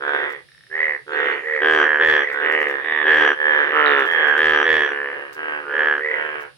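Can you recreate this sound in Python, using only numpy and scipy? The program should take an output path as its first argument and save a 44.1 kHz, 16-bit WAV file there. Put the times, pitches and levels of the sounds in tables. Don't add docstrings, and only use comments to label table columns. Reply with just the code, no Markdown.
import sys
import numpy as np
from scipy import signal
from scipy.fft import rfft, irfft
from scipy.io import wavfile
from scipy.ndimage import uniform_filter1d, minimum_filter1d

SR = 44100
rng = np.random.default_rng(int(sys.argv[2]) if len(sys.argv) > 2 else 0)


def bounce(signal):
    frames = np.transpose(np.atleast_2d(signal))
    limited = np.clip(frames, -1, 1)
    pcm = np.round(limited * 32767).astype(np.int16)
    wavfile.write(sys.argv[1], SR, pcm)


N = 289737


def from_db(db):
    return 10 ** (np.asarray(db) / 20)


def panned(x, pan_db):
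    return x * from_db([[pan_db / 2], [-pan_db / 2]])


def add(out, start_s, x):
    at = round(start_s * SR)
    first, last = max(at, 0), min(at + x.shape[1], N)
    out[:, first:last] += x[:, first - at:last - at]


def cut(x, hz, kind, order):
    sos = signal.butter(order, min(hz, .45 * SR), kind, fs=SR, output="sos")
    return signal.sosfilt(sos, x)


def noise(colour, size):
    hz, db = np.transpose(colour)
    bin_hz = np.arange(size // 2 + 1) * SR / size
    gain = from_db(np.interp(np.log(bin_hz + 1), np.log(hz), db))
    x = irfft(rfft(rng.standard_normal((2, size))) * gain, size)
    return x / x.std()


def ring(t, hz, width_hz, hold_s=0):
    after = np.maximum(t, 0)
    fade = np.exp(-np.pi * width_hz * (np.hypot(after, hold_s) - hold_s))
    return fade * np.sin(2 * np.pi * hz * after)


def falling_ring(t, hz, width_hz, fall_hz, fall_s=.005):
    after = np.maximum(t, 0)
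    cycles = hz * after + fall_hz * fall_s * (1 - np.exp(-after / fall_s))
    return np.exp(-np.pi * width_hz * after) * np.sin(2 * np.pi * cycles)


def swing(t, hz, spread_s):
    return np.exp(-.5 * (t / spread_s) ** 2) * np.cos(2 * np.pi * hz * t)


def arch(points, u):
    return np.polyval(np.polyfit([0, .5, 1], points, 2), u)


# pitch_hz [Hz], relative level_db [dB]
BANK_COLOUR = [(200, 5.5), (500, 23.5), (1500, 21.5), (3500, 22.5), (6000, 15), (16000, -26)]


def pond_echoes(x, nearness_db=0, ripple_db=-22, scatter_db=-8.8, t60=0.22):
    t = np.arange(SR // 5) / SR
    scatter = noise(BANK_COLOUR, size=len(t)) * from_db(-60 * t / t60) * (t > .002)
    scatter = scatter / np.sqrt(np.sum(scatter ** 2) / 2)
    response = from_db(scatter_db - nearness_db) * scatter
    response[:, 0] += 1
    for lag_s in rng.uniform(0.00047, 0.002895, 3):
        reflection = from_db(ripple_db) * rng.uniform(0, 2, 2) * rng.choice([-1, 1])
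        response[:, round(lag_s * SR)] += reflection
    return signal.fftconvolve(x[None], response, axes=1)


# pitch_hz [Hz], relative level_db [dB per Hz]
AIR_COLOUR = [(25, -17), (60, -5), (100, -3), (140, 8.5), (200, -10), (500, -8), (1000, -19), (2500, -9),
              (3800, -8), (5300, -13), (6500, -25), (8400, -22.5), (9700, -9.5), (11200, -30), (16000, -33)]


def still_air(level_db=-56.3, pan_db=-3.5):
    return panned(from_db(level_db) * noise(AIR_COLOUR, size=N), pan_db)


# start_s [s], length_s [s], pitch_hz [Hz], width_hz [Hz], level_db [dB]
TRILLS = [(.42, .45, 5250, 600, -65), (.98, .75, 6700, 250, -70)]


def insect_trills():
    out = np.zeros((2, N))
    for start_s, length_s, hz, width_hz, level_db in TRILLS:
        size = round(length_s * SR)
        band = [(hz - 2 * width_hz, -70), (hz - width_hz / 2, 0),
                (hz + width_hz / 2, 0), (hz + 2 * width_hz, -70)]
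        hiss = noise(band, size=size)
        add(out, start_s, from_db(level_db) * signal.windows.tukey(size, .5) * hiss)
    return out


# start_s [s], length_s [s], start_pitch_hz [Hz], end_pitch_hz [Hz], level_db [dB]
CHIRPS_AND_TONE = [(0.99, 0.052, 4660, 4630, -63), (1.115, .05, 4200, 4360, -52),
                   (1.31, 0.042, 4250, 4380, -51.5), (5.152, 0.85, 4770, 4820, -66)]


def bird_chirps_and_insect_tone():
    out = np.zeros((2, N))
    for start_s, length_s, from_hz, to_hz, level_db in CHIRPS_AND_TONE:
        hz = np.linspace(from_hz, to_hz, round(length_s * SR))
        tone = np.hanning(len(hz)) * np.sin(2 * np.pi * np.cumsum(hz) / SR)
        add(out, start_s, pond_echoes(from_db(level_db) * tone))
    return out


# start_s [s], relative level_db [dB], decay_s [s], left_over_right_db [dB]
SPLASHES = [(.298, -37, .008, -5), (.318, -37, .008, -5), (2.32, -42, .02, -2), (2.5182, -38, .025, 1),
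            (2.6, -40, .035, 1.5), (2.6776, -40.5, .035, 4), (3.9904, -39.5, .03, 0),
            (4.0547, -39, .03, -1), (4.11, -39.5, .03, 3), (4.267, -38, .03, 2.5), (4.3744, -31, .012, -.5),
            (5.3264, -36, .02, -2.5), (6.4017, -41, .022, 2)]
# pitch_hz [Hz], relative level_db [dB per Hz]
SPLASH_COLOUR = [(500, -5), (2000, -2.5), (5500, 2), (8000, -5), (12000, -5), (16000, -3.5)]


def splashes(gain_db=-7.5, grain_db=4, rise_s=.0035):
    out, t = np.zeros((2, N)), np.arange(SR // 6) / SR
    for start_s, level_db, decay_s, pan_db in SPLASHES:
        unevenness = np.interp(t, t[::60], rng.standard_normal(len(t[::60])))
        grains = from_db(grain_db * unevenness)
        envelope = np.exp(-t / decay_s) * (1 - np.exp(-t / rise_s))
        spray = noise(SPLASH_COLOUR, size=len(t)) * grains * envelope
        add(out, start_s, panned(from_db(level_db + gain_db) * spray, pan_db))
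    return out


TICKS = [.4873, .5177, .5481, .5791, .608, .6369, .6674]


def ticking_frog(sac_hz=1820, width_hz=130, upper_hz=3700, upper_db=-13, level_db=-39):
    out, t = np.zeros((2, N)), np.arange(SR // 30) / SR
    snap = ring(t, sac_hz, width_hz) + from_db(upper_db) * ring(t, upper_hz, width_hz)
    tick = pond_echoes(cut(snap, 1200, "high", order=3))
    for start_s in TICKS:
        add(out, start_s, from_db(level_db) * tick)
    return out


def squeak(start_s=3.861, rate=73, from_hz=3880, to_hz=3480, fall_s=0.029, width_hz=130,
           level_db=-21.5, fade_s=.13):
    out, t = np.zeros((2, N)), np.arange(SR // 30) / SR
    for s in np.arange(15) / rate:
        hz = to_hz + (from_hz - to_hz) * np.exp(-s / fall_s)
        pulse = from_db(level_db) * np.exp(-s / fade_s) * ring(t, hz, width_hz)
        add(out, start_s + s, panned(pond_echoes(pulse), pan_db=-12))
    return cut(out, 4250, "low", order=8)


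def pulse_times(length_s, rates, jitter_s=.00006):
    u = np.linspace(0, 1, 200)
    cycles = np.cumsum(arch(rates, u)) * length_s / len(u)
    times = np.interp(np.arange(.5, cycles[-1]), cycles, u * length_s)
    return times + rng.normal(0, jitter_s, len(times))


def call_effort(u, crest, swell, threshold):
    crest_bend = np.log(.5) / np.log(np.clip(crest, .1, .9))
    effort = np.abs(np.sin(np.pi * u ** crest_bend)) ** swell
    return effort / (1 + (threshold / (effort + 1e-3)) ** 6)


def sac_ring(t, u, hz, width_hz, build, slack_db, build_s=0.00058, damping=0.52, hold_s=.0007,
             slack_hz=1290, slack_width_hz=170, slack_from=0.22, slack_full=.7,
             body_hz=770, body_width_hz=130, body_db=-11.5):
    build_up = np.exp(-np.abs(t) / build_s) * (t < 0)
    lead_in = np.clip(build, 0, 1) * build_up * np.sin(2 * np.pi * hz * t)
    main = lead_in + ring(t, hz, width_hz * np.exp(damping * (u - .5)), hold_s)
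    slackness = np.interp(u, [slack_from, slack_full], [.35, 1])
    slack_mode = slackness * ring(t, slack_hz, slack_width_hz)
    body_mode = from_db(body_db) * ring(t, body_hz, body_width_hz)
    return main + from_db(slack_db) * (slack_mode + body_mode)


def croak(length_s, crest, rates, sac_hz, threshold, bass_db, treble_db,
          sac_width_hz, build, swell, split_ms, throat_hz, throat_db, slack_db,
          upper_hz, upper_width_hz, upper_db, upper_fall_hz, rasp_db, overload_db,
          shimmer_db=1.4, throat_swell=.75, throat_lead_s=.00334, throat_spread_s=.0023,
          throat_jitter_s=.00009, choke_s=.0094, merge_at=.58,
          opening_hz=990, opening_db=-18.5, opening_lead_s=.00095, opening_spread_s=.00046,
          rasp_s=.004, rasp_rise_s=.001,
          overtone_hz=6000, overtone_width_hz=130, overtone_db=-8, overtone_stretch=.55,
          crackle_s=.00034, crackle_size=.27, thud=.75, edge_db=16):
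    times = pulse_times(length_s, rates)[:, None]
    u = np.clip(times / length_s, 0, 1)
    effort = call_effort(u, crest, swell, threshold)
    hz = arch(sac_hz, u)
    tension = hz / sac_hz[1]
    strength = effort * from_db(rng.normal(0, shimmer_db, u.shape))
    index = np.round(times * SR).astype(int) + np.arange(-440, 700)
    t = index / SR - times

    def train(pulses):
        weighted = strength * pulses * (index > 0)
        return np.bincount(np.maximum(index, 0).ravel(), weighted.ravel())

    lead = throat_lead_s + rng.normal(0, throat_jitter_s, u.shape)
    throat = from_db(throat_db + bass_db) * swing(t + lead, throat_hz * tension, throat_spread_s)
    throat = throat * (effort + .01) ** (throat_swell - 1)
    opening = from_db(opening_db) * swing(t + opening_lead_s, opening_hz, opening_spread_s)

    split_s = split_ms / 1000 * np.sqrt(np.maximum(1 - u / merge_at, 0))
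    sacs = sum(sac_ring(t + side * split_s, u, hz, sac_width_hz, build, slack_db) for side in (-.5, .5))
    sacs = sacs / np.where(split_s > 0, np.sqrt(2), 2)
    upper = falling_ring(t, upper_hz * tension ** .5, upper_width_hz, upper_fall_hz)
    sacs = sacs - from_db(upper_db + treble_db) * upper
    sacs = sacs * np.exp(-(np.maximum(t, 0) / choke_s) ** 4)
    voice = cut(train(throat + opening + sacs), 268, "high", order=6)
    voice = cut(voice, 3900, "low", order=6)

    puff = np.exp(np.minimum(t / rasp_rise_s, -t / rasp_s))
    rasp = train(from_db(rasp_db + treble_db) * rng.standard_normal(t.shape) * puff)
    rasp = cut(cut(rasp, 3700, "low", order=3), 600, "high", order=2)

    edge = cut(train(ring(t, hz, sac_width_hz) * effort ** 2), 4200, "high", order=8)
    edge = from_db(edge_db) * cut(edge, 8800, "low", order=2)
    crackle = crackle_size * rng.standard_normal(t.shape)
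    snap = (crackle - thud) * np.exp(-np.abs(t) / crackle_s) * effort ** 3
    overtone = ring(t, overtone_hz * tension ** overtone_stretch, overtone_width_hz)
    overtone = from_db(overtone_db) * overtone * u ** 2
    overload = from_db(overload_db) * cut(edge + train(snap + overtone), 8000, "low", order=1)
    return voice + rasp, overload


# start_s, end_s [s], crest [loudest point, 0-1], relative level_db [dB],
# opening_rate, middle_rate, closing_rate [snaps per s], opening_hz, middle_hz, closing_hz [sac pitch, Hz],
# extra bass_db, extra treble_db, dryness_db [dB less bank scatter], voice [name]
CROAKS = [(-.0115, .345, .39, -9.5, 69, 72.5, 67, 1490, 1580, 1500, -1, 1.5, 1, "hoarse"),
          (.118, .429, .26, -14.8, 78, 74.94, 67.8, 1750, 1910, 1820, -1, 2, 1, "hoarse"),
          (.685, 1.015, .5, -8.5, 77.6, 78, 67.3, 1650, 1968, 1715, -2, 3, 3, "high"),
          (1.062, 1.41, .47, -10.5, 75.06, 72.35, 65.4, 1500, 1606, 1500, -1, 3, 1, "hoarse"),
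          (1.102, 1.472, .42, -13, 81.1, 76.23, 66.34, 1750, 1966, 1830, -1, 2, 0, "reedy"),
          (1.403, 1.7, .5, -10.5, 77.06, 76.6, 66.6, 1800, 1914, 1750, 2, 3, 3, "high"),
          (1.589, 1.907, .45, -.5, 75.87, 77.7, 67, 1650, 1670, 1480, 2, 1, 5, "near"),
          (1.755, 2.069, .52, -5, 75, 76.04, 68.56, 1750, 1713, 1560, -1, 1, 4, "round"),
          (1.982, 2.279, .38, -3, 83.7, 76.04, 69.3, 1760, 1752, 1600, -1, 1, 3, "bright"),
          (2.145, 2.429, .49, -12, 72.73, 72.6, 63.7, 1850, 1960, 1760, 0, 4, 2, "high"),
          (2.3, 2.6, .42, -12, 73.34, 72.25, 64.9, 1500, 1604, 1510, -1, 1, 0, "hoarse"),
          (2.406, 2.786, .32, -6.5, 79.93, 76.28, 66.2, 1795, 1880, 1760, -1, 2, 4, "reedy"),
          (2.552, 2.903, .52, -15, 72.1, 70.07, 62.97, 1750, 1775, 1650, 0, 0, 0, "hoarse"),
          (2.766, 3.108, .58, -10, 79, 77.9, 69.3, 1880, 1845, 1720, -3, 1, 1, "ringing"),
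          (3.045, 3.345, .42, -4.5, 77, 75.5, 68.96, 1760, 1780, 1630, 0, 2, 4, "round"),
          (3.025, 3.385, .4, -1.5, 77.94, 76.8, 70.64, 1680, 1700, 1530, 1, 2, 4, "near"),
          (3.344, 3.711, .53, -4.8, 75.18, 74.96, 68.8, 1690, 1680, 1510, -1, 2, 4, "deep"),
          (3.409, 3.797, .55, -10.5, 77.16, 75.34, 67.4, 1710, 1820, 1670, -2, 3, 2, "hoarse"),
          (3.588, 4.099, .63, -3.8, 77.5, 75, 63.1, 1674, 1790, 1590, -1, 3, 5, "reedy"),
          (3.723, 4.144, .22, -6.8, 77.2, 71.86, 62.34, 1270, 1350, 1275, 1, 4, 4, "deep"),
          (4.026, 4.41, .45, -7.5, 88.08, 79.1, 68.06, 1750, 1772, 1680, -1, 1, 2, "nasal"),
          (4.105, 4.42, .53, -5, 75.14, 74.67, 68.17, 1665, 1652, 1490, -2, 3, 3, "round"),
          (4.347, 4.699, .4, 0, 74.93, 77.04, 67, 1710, 1700, 1510, -1, 2, 5, "near"),
          (4.614, 4.94, .41, -5, 85.2, 76.4, 67.9, 1746, 1755, 1610, -1, 2, 3, "bright"),
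          (4.859, 5.256, .24, -13.5, 72.95, 70.9, 64.1, 1580, 1720, 1670, -1, 0, 3, "reedy"),
          (5.107, 5.366, .29, -21.5, 73, 71.06, 66.5, 1680, 1690, 1530, 0, 1, 0, "far"),
          (5.348, 5.664, .43, -15, 77.24, 76.67, 73.1, 1580, 1620, 1560, -1, 0, 0, "far"),
          (5.606, 5.906, .52, -16, 72, 70.14, 60.95, 1284, 1540, 1460, 1, 0, 0, "reedy"),
          (5.682, 6.021, .55, -5.8, 73.9, 76.5, 68.3, 1650, 1670, 1560, 0, 4, 5, "round"),
          (5.966, 6.296, .39, -13, 78.36, 74.94, 65.2, 1760, 1990, 1730, 3, 2, 5, "high"),
          (6.09, 6.502, .32, -16, 77.8, 76.1, 71.2, 1620, 1640, 1530, 0, 2, -1, "far")]
VOICES = {"near": (188, .42, .95, 0, 438, -15, -9, 3239, 299, -11, 0, -35, -20.5, -1.5, .06),
          "bright": (157, .3, 1.13, 0, 456.5, -13, -13, 3336, 238.5, -12, 0, -35, -19.5, -3.5, -.06),
          "round": (165, .58, 1.05, 0, 465.5, -16, -15, 3170.5, 238.5, -19.5, 0, -36, -36, -4.5, -.03),
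          "high": (185, 1, 1.65, 3.3, 483, -16.5, -21, 3150, 600, -23, 0, -29, -45.5, -4, .1),
          "reedy": (240, .22, 1, 0, 465.5, -12.5, -14.5, 2951.5, 348, -12.5, 0, -36, -36, -3.5, .09),
          "ringing": (151, .4, 1.07, 0, 458, -15.5, -13, 3260, 120, -18.5, 420, -44, -46, -5, .07),
          "nasal": (170, .4, .94, 0, 469, -17, -14, 3269, 129, -13.5, 0, -37, -38.5, -4.5, .17),
          "hoarse": (244, .42, 1.25, 0, 458, -14.5, -16, 3380, 300, -18, 200, -33, -38, -4.5, .17),
          "deep": (205, .46, 1, 0, 469, -17, -17, 3250, 296, -17, 0, -36, -38.5, -5, .18),
          "far": (263, .1, .87, 0, 457, -13, -13, 2930.5, 349, -10.5, 0, -38, -35.5, -4, .21)}


def chorus(gain_db=.9, usual_db=-6, tightest=.33, tight_span_db=4, overload_pan_db=-5, overload_dry_db=-4):
    out = np.zeros((2, N))
    for (start_s, end_s, crest, level_db, rate_in, rate, rate_out, in_hz, sac_hz, out_hz,
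         bass_db, treble_db, dry_db, voice) in CROAKS:
        *timbre, pan_db, lag_ms = VOICES[voice]
        threshold = tightest * np.clip((level_db - usual_db) / tight_span_db, 0, 1)
        call, overload = croak(end_s - start_s, crest, [rate_in, rate, rate_out], [in_hz, sac_hz, out_hz],
                               threshold, bass_db, treble_db, *timbre)
        gain = from_db(level_db + gain_db)
        left, right = panned(pond_echoes(gain * call, dry_db), pan_db)
        ms = np.arange(len(right)) / SR * 1000
        right = np.interp(ms - lag_ms, ms, right)
        add(out, start_s, np.array([left, right]))
        add(out, start_s, panned(pond_echoes(gain * overload, overload_dry_db), overload_pan_db))
    return out


def scene():
    quiet = still_air() + insect_trills() + bird_chirps_and_insect_tone() + splashes()
    return quiet + ticking_frog() + squeak() + chorus()


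def record(dry, ceiling=.88, cutoff_hz=15850):
    gain = np.minimum(1, ceiling / (np.abs(dry).max(axis=0) + 1e-9))
    gain = uniform_filter1d(minimum_filter1d(gain, size=441), size=441)
    top_cut = signal.ellip(10, .1, 80, cutoff_hz, fs=SR, output="sos")
    return signal.sosfilt(top_cut, dry * gain)


dry = scene()
out = record(dry)
bounce(out)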